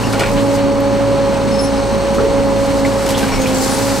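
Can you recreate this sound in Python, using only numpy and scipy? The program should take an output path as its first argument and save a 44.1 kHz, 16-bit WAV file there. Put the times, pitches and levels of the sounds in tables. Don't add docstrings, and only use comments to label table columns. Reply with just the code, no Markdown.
import sys
import numpy as np
from scipy import signal
from scipy.fft import rfft, irfft
from scipy.io import wavfile
from scipy.ndimage import map_coordinates

SR = 44100
rng = np.random.default_rng(int(sys.argv[2]) if len(sys.argv) > 2 else 0)


def to_wav(sig):
    pcm = np.clip(np.atleast_2d(sig), -1, 1) * 32767
    pcm = np.round(pcm).astype(np.int16)
    wavfile.write(sys.argv[1], SR, pcm.T)


N = 176400

# peak t/s, half length/s, level/dB
GUSTS = [(0.325, .08, -25), (2.36, 0.14, -29), (3.37, .08, -26)]
WIND_SPECTRUM = [(12, -50), (22, -14), (30, 2), (37, 5), (50, -19), (400, -72)]
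# peak t/s, half length/s, level/dB
TEARS = [(.31, 0.057, -39), (3.62, 0.074, -31), (3.82, 0.41, -32.5)]
GRASS_SPECTRUM = [(2500, -16), (6000, 5), (15000, -6)]
# t/s, level/dB, decay/s
SPATTERS_AND_CRACK = [(.123, -28.5, 0.0089), (.193, -20.5, 0.0062), (2.14, -33.5, 0.027),
                      (3.058, -26.5, 0.021), (3.087, -24.5, 0.028), (3.175, -26, 0.057), (3.415, -25, 0.01),
                      (3.467, -26, 0.029)]
SPATTER_AND_CRACK_SPECTRUM = [(1000, -5), (2800, 7.5), (5000, 5.5), (9000, 2), (12000, -1.5), (15500, -12)]
# peak t/s, half length/s, level/dB
SCRAPES = [(.24, 0.062, -25), (3.27, 0.24, -28)]
SCRAPE_SPECTRUM = [(400, -14.5), (900, -1), (1600, -9), (2300, -3), (3200, -11.5), (6000, -30),
                   (14000, -35)]
# t/s, level/dB, decay/s
THUDS = [(2.185, -15.5, 0.12)]
THUD_SPECTRUM = [(200, -19), (360, -11), (440, 6), (520, -7), (700, -19), (9000, -78)]
# t/s, starting f/Hz, level/dB, decay/s
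PLOPS = [(2.183, 1300, -17, 0.011), (2.849, 2170, -16, 0.0064), (3.147, 3370, -22, 0.014),
         (3.229, 1560, -20.5, .016), (3.457, 2374, -20, 0.0095)]
# t/s, f/Hz, level/dB, decay/s
PINGS = [(0.035, 2780, -27, .03), (.048, 5200, -33, 0.022), (.805, 12600, -33, 0.0028)]
# t/s, level/dB, decay/s
CLANKS = [(.13, -18, 0.019), (.1945, -14.5, 0.013), (.207, -19, 0.022), (.2324, -19, 0.007),
          (.258, -21, 0.022), (3.322, -19, 0.015), (3.457, -32, 0.013)]
CLANK_SPECTRUM = [(200, 3.5), (700, 11), (1400, -3), (2300, -7.5), (3500, -7), (5000, -12), (9800, -18.5),
                  (12000, -42)]
# f/Hz, level/dB
BOOM_NOTES = [(1430, 3), (1800, -5), (2300, 0), (2480, -6), (2900, -4), (4190, -9), (5020, -10),
              (7740, -10), (9780, -13)]
# t/s, length/s, first f/Hz, last f/Hz, level/dB, octave/dB, roughness/share of f
SQUEALS = [(1.508, 0.077, 5200, 5190, -37, -14, 0.0068), (1.583, 0.036, 5200, 5310, -26.5, -15, 0.011),
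           (1.603, 0.063, 5350, 5330, -35, 2.5, 0.002), (1.647, 0.048, 5390, 5345, -33.5, -12, 0.013),
           (1.63, 0.044, 5950, 5930, -39, -22, .014), (1.754, .04, 5100, 5060, -41, -10, .012),
           (3.313, 0.07, 5600, 5580, -33.5, -20, 0.0057), (3.341, 0.072, 2230, 2216, -36, -26, 0.0087),
           (3.385, 0.07, 6470, 6550, -34.5, -15, 0.0125), (3.538, 0.14, 7590, 7480, -35, -24, 0.015),
           (3.687, 0.1, 9700, 9600, -35, -30, .03)]
# peak t/s, half length/s, level/dB
OIL_FLOW = [(1.8, 0.68, -42)]
HISS_SPECTRUM = [(1500, -4), (3400, -9), (4300, 0), (4900, -7.5), (6000, -4.5), (7300, -14), (8400, -3.5),
                 (9300, -17), (12000, -24), (15500, -49)]
# t/s, level/dB
RUSH_LEVEL = [(0, -30), (.3, -35.5), (.55, -32), (.7, -57), (2.4, -43.5), (2.65, -33.5), (3.2, -29),
              (3.53, -31), (3.62, -22.5), (3.8, -25), (4, -26)]
RUSH_SPECTRUM = [(1500, 2), (3200, -5), (4400, 1.5), (6800, -2.5), (7800, -0.5), (9600, -6), (11000, -11.5),
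                 (13300, -12), (15600, -28)]
# t/s, level/dB
WHINE_LEVEL = [(0.0, -36), (0.11, -21), (0.27, -41), (0.34, -21), (0.78, -20), (1.3, -27.5), (1.54, -26),
               (1.8, -21), (1.89, -42), (2.46, -21), (2.53, -27), (2.87, -20), (3.02, -39), (3.07, -24),
               (3.59, -20.5), (3.65, -26.5), (3.94, -23), (4.0, -30)]
WHINE_OCTAVE_LEVEL = [(0.0, -31), (0.41, -17.5), (1.24, -16), (1.49, -19.5), (1.54, -16), (1.67, -20),
                      (2.37, -16), (3.13, -19), (3.36, -31.5), (3.4, -19), (3.7, -25.5), (3.88, -19.5),
                      (4.0, -22.5)]
# f/Hz, level/dB
GEAR_SPECTRUM = [(700, -7), (1050, -9), (1500, 3.5), (2700, 0), (3100, 2), (3550, -6), (4150, -1),
                 (4450, -28), (4800, -10), (6000, -21), (9000, -27)]
BLOCK_SPECTRUM = [(200, -19), (450, 1.5), (740, -2), (830, -9), (890, -1), (980, 2), (1200, -1.5),
                  (1700, -17), (2400, -11), (3400, -22.5), (4400, -20.5), (7000, -19), (15000, -48)]
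RUMBLE_SPECTRUM = [(20, -12), (34, -3), (48, -12), (72, -10.5), (100, -3.5), (160, -2.5), (230, 1.5),
                   (340, -4), (450, -2), (620, -8), (900, -12), (1400, -17), (3000, -27.5), (8000, -46.5)]
# t/s, f/Hz
FIRING_RATE = [(0.0, 56.64), (0.18, 54.5), (0.3, 55.82), (1.11, 55.61), (1.4, 55.11), (2.21, 55.38),
               (3.01, 55.07), (3.24, 54.46), (3.35, 53.03), (3.51, 52.36), (3.64, 53.14), (3.84, 55.3),
               (4.0, 54.95)]
# t/s, level/dB
THROB_LEVEL = [(0.0, -34), (1.82, -25.5), (3.23, -28), (3.5, -32), (3.94, -29)]
THROB_OCTAVE_LEVEL = [(0, -19.5), (.25, -24), (1.2, -24.5), (2, -29), (4, -27.5)]
# multiple of the firing rate, level/dB, left over right/dB
MACHINE_TONES = [(2.988, -38.5, -8), (3.822, -30, -5.5), (4.017, -38, 1), (14.87, -34.5, 1.5),
                 (15.066, -36, 0), (15.46, -38, 0), (16.67, -38.5, -1), (17.9, -38, 3), (18.99, -42, 4),
                 (20.45, -42, 7.5), (80, -47.5, -2)]
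# f/Hz, lead/rad
LEFT_LEAD = [(0, -0.74), (110, -1.05), (290, -1.27), (600, -0.59), (2500, -0.2)]


def undb(db):
    return 10 ** (np.asarray(db) / 20)


def unit(x):
    return x / np.sqrt(np.mean(x ** 2))


def clock():
    return np.arange(N) / SR


def curve(rows):
    return np.interp(clock(), *np.array(rows)[:, :2].T)


def wander(rate_hz):
    f = np.arange(N // 2 + 1) * SR / N
    return unit(irfft(rfft(rng.standard_normal(N)) / (1 + (f / rate_hz) ** 4), N))


def ring_through(x, ring):
    return signal.fftconvolve(x, (ring / np.linalg.norm(ring))[None], axes=-1)[:, :N]


def colour(x, spectrum):
    hz, db = np.array(spectrum).T
    size = 8192
    f = np.maximum(np.arange(size // 2 + 1) * SR / size, 1)
    gain = undb(np.interp(np.log(f), np.log(hz), db))
    cepstrum = irfft(np.log(gain))
    cepstrum[1:size // 2] *= 2
    cepstrum[size // 2 + 1:] = 0
    return ring_through(x, irfft(np.exp(rfft(cepstrum))))


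def pan(db):
    return undb(np.array([[db], [-db]]) / 2)


def noise(width_db):
    mid, side = rng.standard_normal((2, N))
    return mid + undb(width_db) * np.array([side, -side])


def tone(phase, pan_db=0, lead=0):
    return np.sqrt(2) * np.sin(phase + np.array([[lead], [-lead]]) / 2) * pan(pan_db)


def bursts(rows, attack_s):
    t, out = clock(), 0
    for start, db, decay in rows:
        rise = np.clip((t - start) / attack_s, 0, 1)
        out += undb(db) * rise * np.exp(-np.maximum(t - start - attack_s, 0) / decay)
    return out


def swells(rows):
    return sum(undb(db) * np.exp(-((clock() - peak) / half) ** 2) for peak, half, db in rows)


def microphone(x):
    lead = np.interp(np.arange(N // 2 + 1) * SR / N, *np.array(LEFT_LEAD).T)
    return irfft(rfft(x) * np.exp(.5j * np.array([lead, -lead])), N)


def wind():
    return swells(GUSTS) * colour(noise(width_db=-18), WIND_SPECTRUM)


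def grass(snaps_per_s=2000):
    snaps = rng.standard_normal((2, N)) * (rng.random(N) < snaps_per_s / SR)
    clusters = undb(3 * wander(200))
    return swells(TEARS) * colour(unit(snaps * clusters), GRASS_SPECTRUM)


def digging():
    grains = noise(width_db=-13) * bursts(SPATTERS_AND_CRACK, attack_s=0.005) * undb(4.3 * wander(940))
    scrape = noise(width_db=-18) * swells(SCRAPES) * unit(undb(3.8 * wander(270)))
    thud = noise(width_db=-6) * bursts(THUDS, attack_s=0.0038)
    return (colour(grains, SPATTER_AND_CRACK_SPECTRUM) + colour(scrape, SCRAPE_SPECTRUM)
            + colour(thud, THUD_SPECTRUM))


def plops():
    wobble, out = 0.0794 * wander(581), 0
    for start, hz, db, decay in PLOPS:
        glide = 0.017 * np.clip((clock() - start) / decay, 0, 2)
        phase = 2 * np.pi * np.cumsum(hz * (1 + wobble + glide)) / SR
        out += bursts([(start, db, decay)], attack_s=0.0011) * tone(phase, pan_db=-1, lead=-0.33)
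    return out


def fittings():
    shaky_time = np.cumsum(1 + 0.044 * wander(350)) / SR
    return sum(bursts([(start, db, decay)], attack_s=0.00086) * tone(2 * np.pi * hz * shaky_time)
               for start, hz, db, decay in PINGS)


def boom(ring_s=0.032, ring_db=-6.5):
    contact = noise(width_db=-11) * bursts(CLANKS, attack_s=0.0019) * undb(2.6 * wander(450))
    t = clock()[:SR // 4]
    ring = sum(undb(db - 60 * t / ring_s) * np.sin(2 * np.pi * hz * t) for hz, db in BOOM_NOTES)
    return colour(contact, CLANK_SPECTRUM) + undb(ring_db) * ring_through(contact, ring)


def squeals(fade_s=0.011):
    t, out = clock(), 0
    wobble, flutter = wander(445), undb(2 * wander(110))
    for start, length, first_hz, last_hz, db, octave_db, roughness in SQUEALS:
        pitch = np.interp(t, [start, start + length / 2], [first_hz, last_hz])
        phase = 2 * np.pi * np.cumsum(pitch * (1 + roughness * wobble)) / SR
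        fade = np.clip(np.minimum(t - start, start + length - t) / fade_s, 0, 1)
        octave = undb(octave_db) * tone(2 * phase, pan_db=.8, lead=-0.52)
        out += undb(db) * fade * (tone(phase, pan_db=7, lead=0.3) + octave)
    return out * flutter


def oil(firing, hiss_db=-36):
    pulse = undb(0.38 * np.cos(firing) + 0.56 * wander(61))
    hiss = (undb(hiss_db) + swells(OIL_FLOW)) * colour(noise(width_db=-10.5) * pulse, HISS_SPECTRUM)
    rush = undb(curve(RUSH_LEVEL) + 1.3 * wander(23)) * colour(noise(width_db=-9.5), RUSH_SPECTRUM)
    return (hiss + rush) * pan(0.93)


def pump(firing):
    teeth = 5 * firing + 0.016 * wander(30)
    whine = undb(curve(WHINE_LEVEL) + 1.87) * tone(teeth, pan_db=-1.5, lead=-1.09)
    octave = undb(curve(WHINE_OCTAVE_LEVEL) + 0.26) * tone(2 * teeth, pan_db=-1.8, lead=-0.22)
    return (whine + octave) * undb(.4 * wander(18))


def gears(firing, level_db=-37):
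    turn = firing / (4 * np.pi) % 1
    turn_samples = int(2 * SR / np.mean(curve(FIRING_RATE)))
    teeth = noise(width_db=-7)[:, :turn_samples]
    whirr = np.array([map_coordinates(side, [turn * turn_samples], mode="grid-wrap") for side in teeth])
    return undb(level_db + 3.3 * wander(21)) * unit(colour(whirr, GEAR_SPECTRUM)) * pan(1.5)


def clatter(firing, level_db=-30, valve_db=3, jitter_s=.00015):
    t, out = clock(), 0
    beats = firing / np.pi
    starts = np.interp(np.arange(int(beats[-1])), beats, t)
    jitter, scatter_db = rng.standard_normal((600, 2))[:len(starts)].T
    hit_samples = np.clip((starts + jitter_s * jitter) * SR, 0, N - 1).astype(int)
    decay = np.exp(-t / 0.0046) + 0.34 * np.exp(-t / 0.023)
    for part in range(8):
        hits = np.zeros(N)
        hits[hit_samples[part::8]] = undb(scatter_db[part::8] + valve_db * (part % 2))
        ring = (noise(width_db=-13.5) * decay)[:, :SR // 10]
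        out += signal.fftconvolve(hits[None], ring, axes=-1)[:, :N]
    return undb(level_db) * unit(colour(out, BLOCK_SPECTRUM))


def engine(firing, exhaust_db=-1.5, waver_db=3, rumble_db=-20.5):
    out = undb(curve(THROB_LEVEL) + exhaust_db) * tone(firing)
    lope = 1 + 0.19 * np.cos(firing / 4)
    octave_db = curve(THROB_OCTAVE_LEVEL) + exhaust_db + 0.46 * wander(22)
    out += lope * undb(octave_db) * tone(2 * firing, pan_db=-2)
    sway = 0.21 * wander(4.7)
    for multiple, db, pan_db in MACHINE_TONES:
        out += undb(db + waver_db * wander(11.5)) * tone(multiple * firing + sway, pan_db)
    swell = 1 + 0.24 * np.cos(firing) + 0.085 * np.cos(firing / 2)
    rumble = colour(noise(width_db=-10) * swell, RUMBLE_SPECTRUM)
    return out + undb(rumble_db) * rumble * pan(-1.2)


def scene():
    firing = 2 * np.pi * np.cumsum(curve(FIRING_RATE)) / SR
    out = microphone(engine(firing) + clatter(firing) + gears(firing) + wind())
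    out += pump(firing) + oil(firing)
    return out + squeals() + boom() + fittings() + digging() + plops() + grass()


def record(dry, top_hz=15750):
    return signal.sosfilt(signal.ellip(10, .2, 80, top_hz, fs=SR, output="sos"), dry)


dry = scene()
out = record(dry)
to_wav(out)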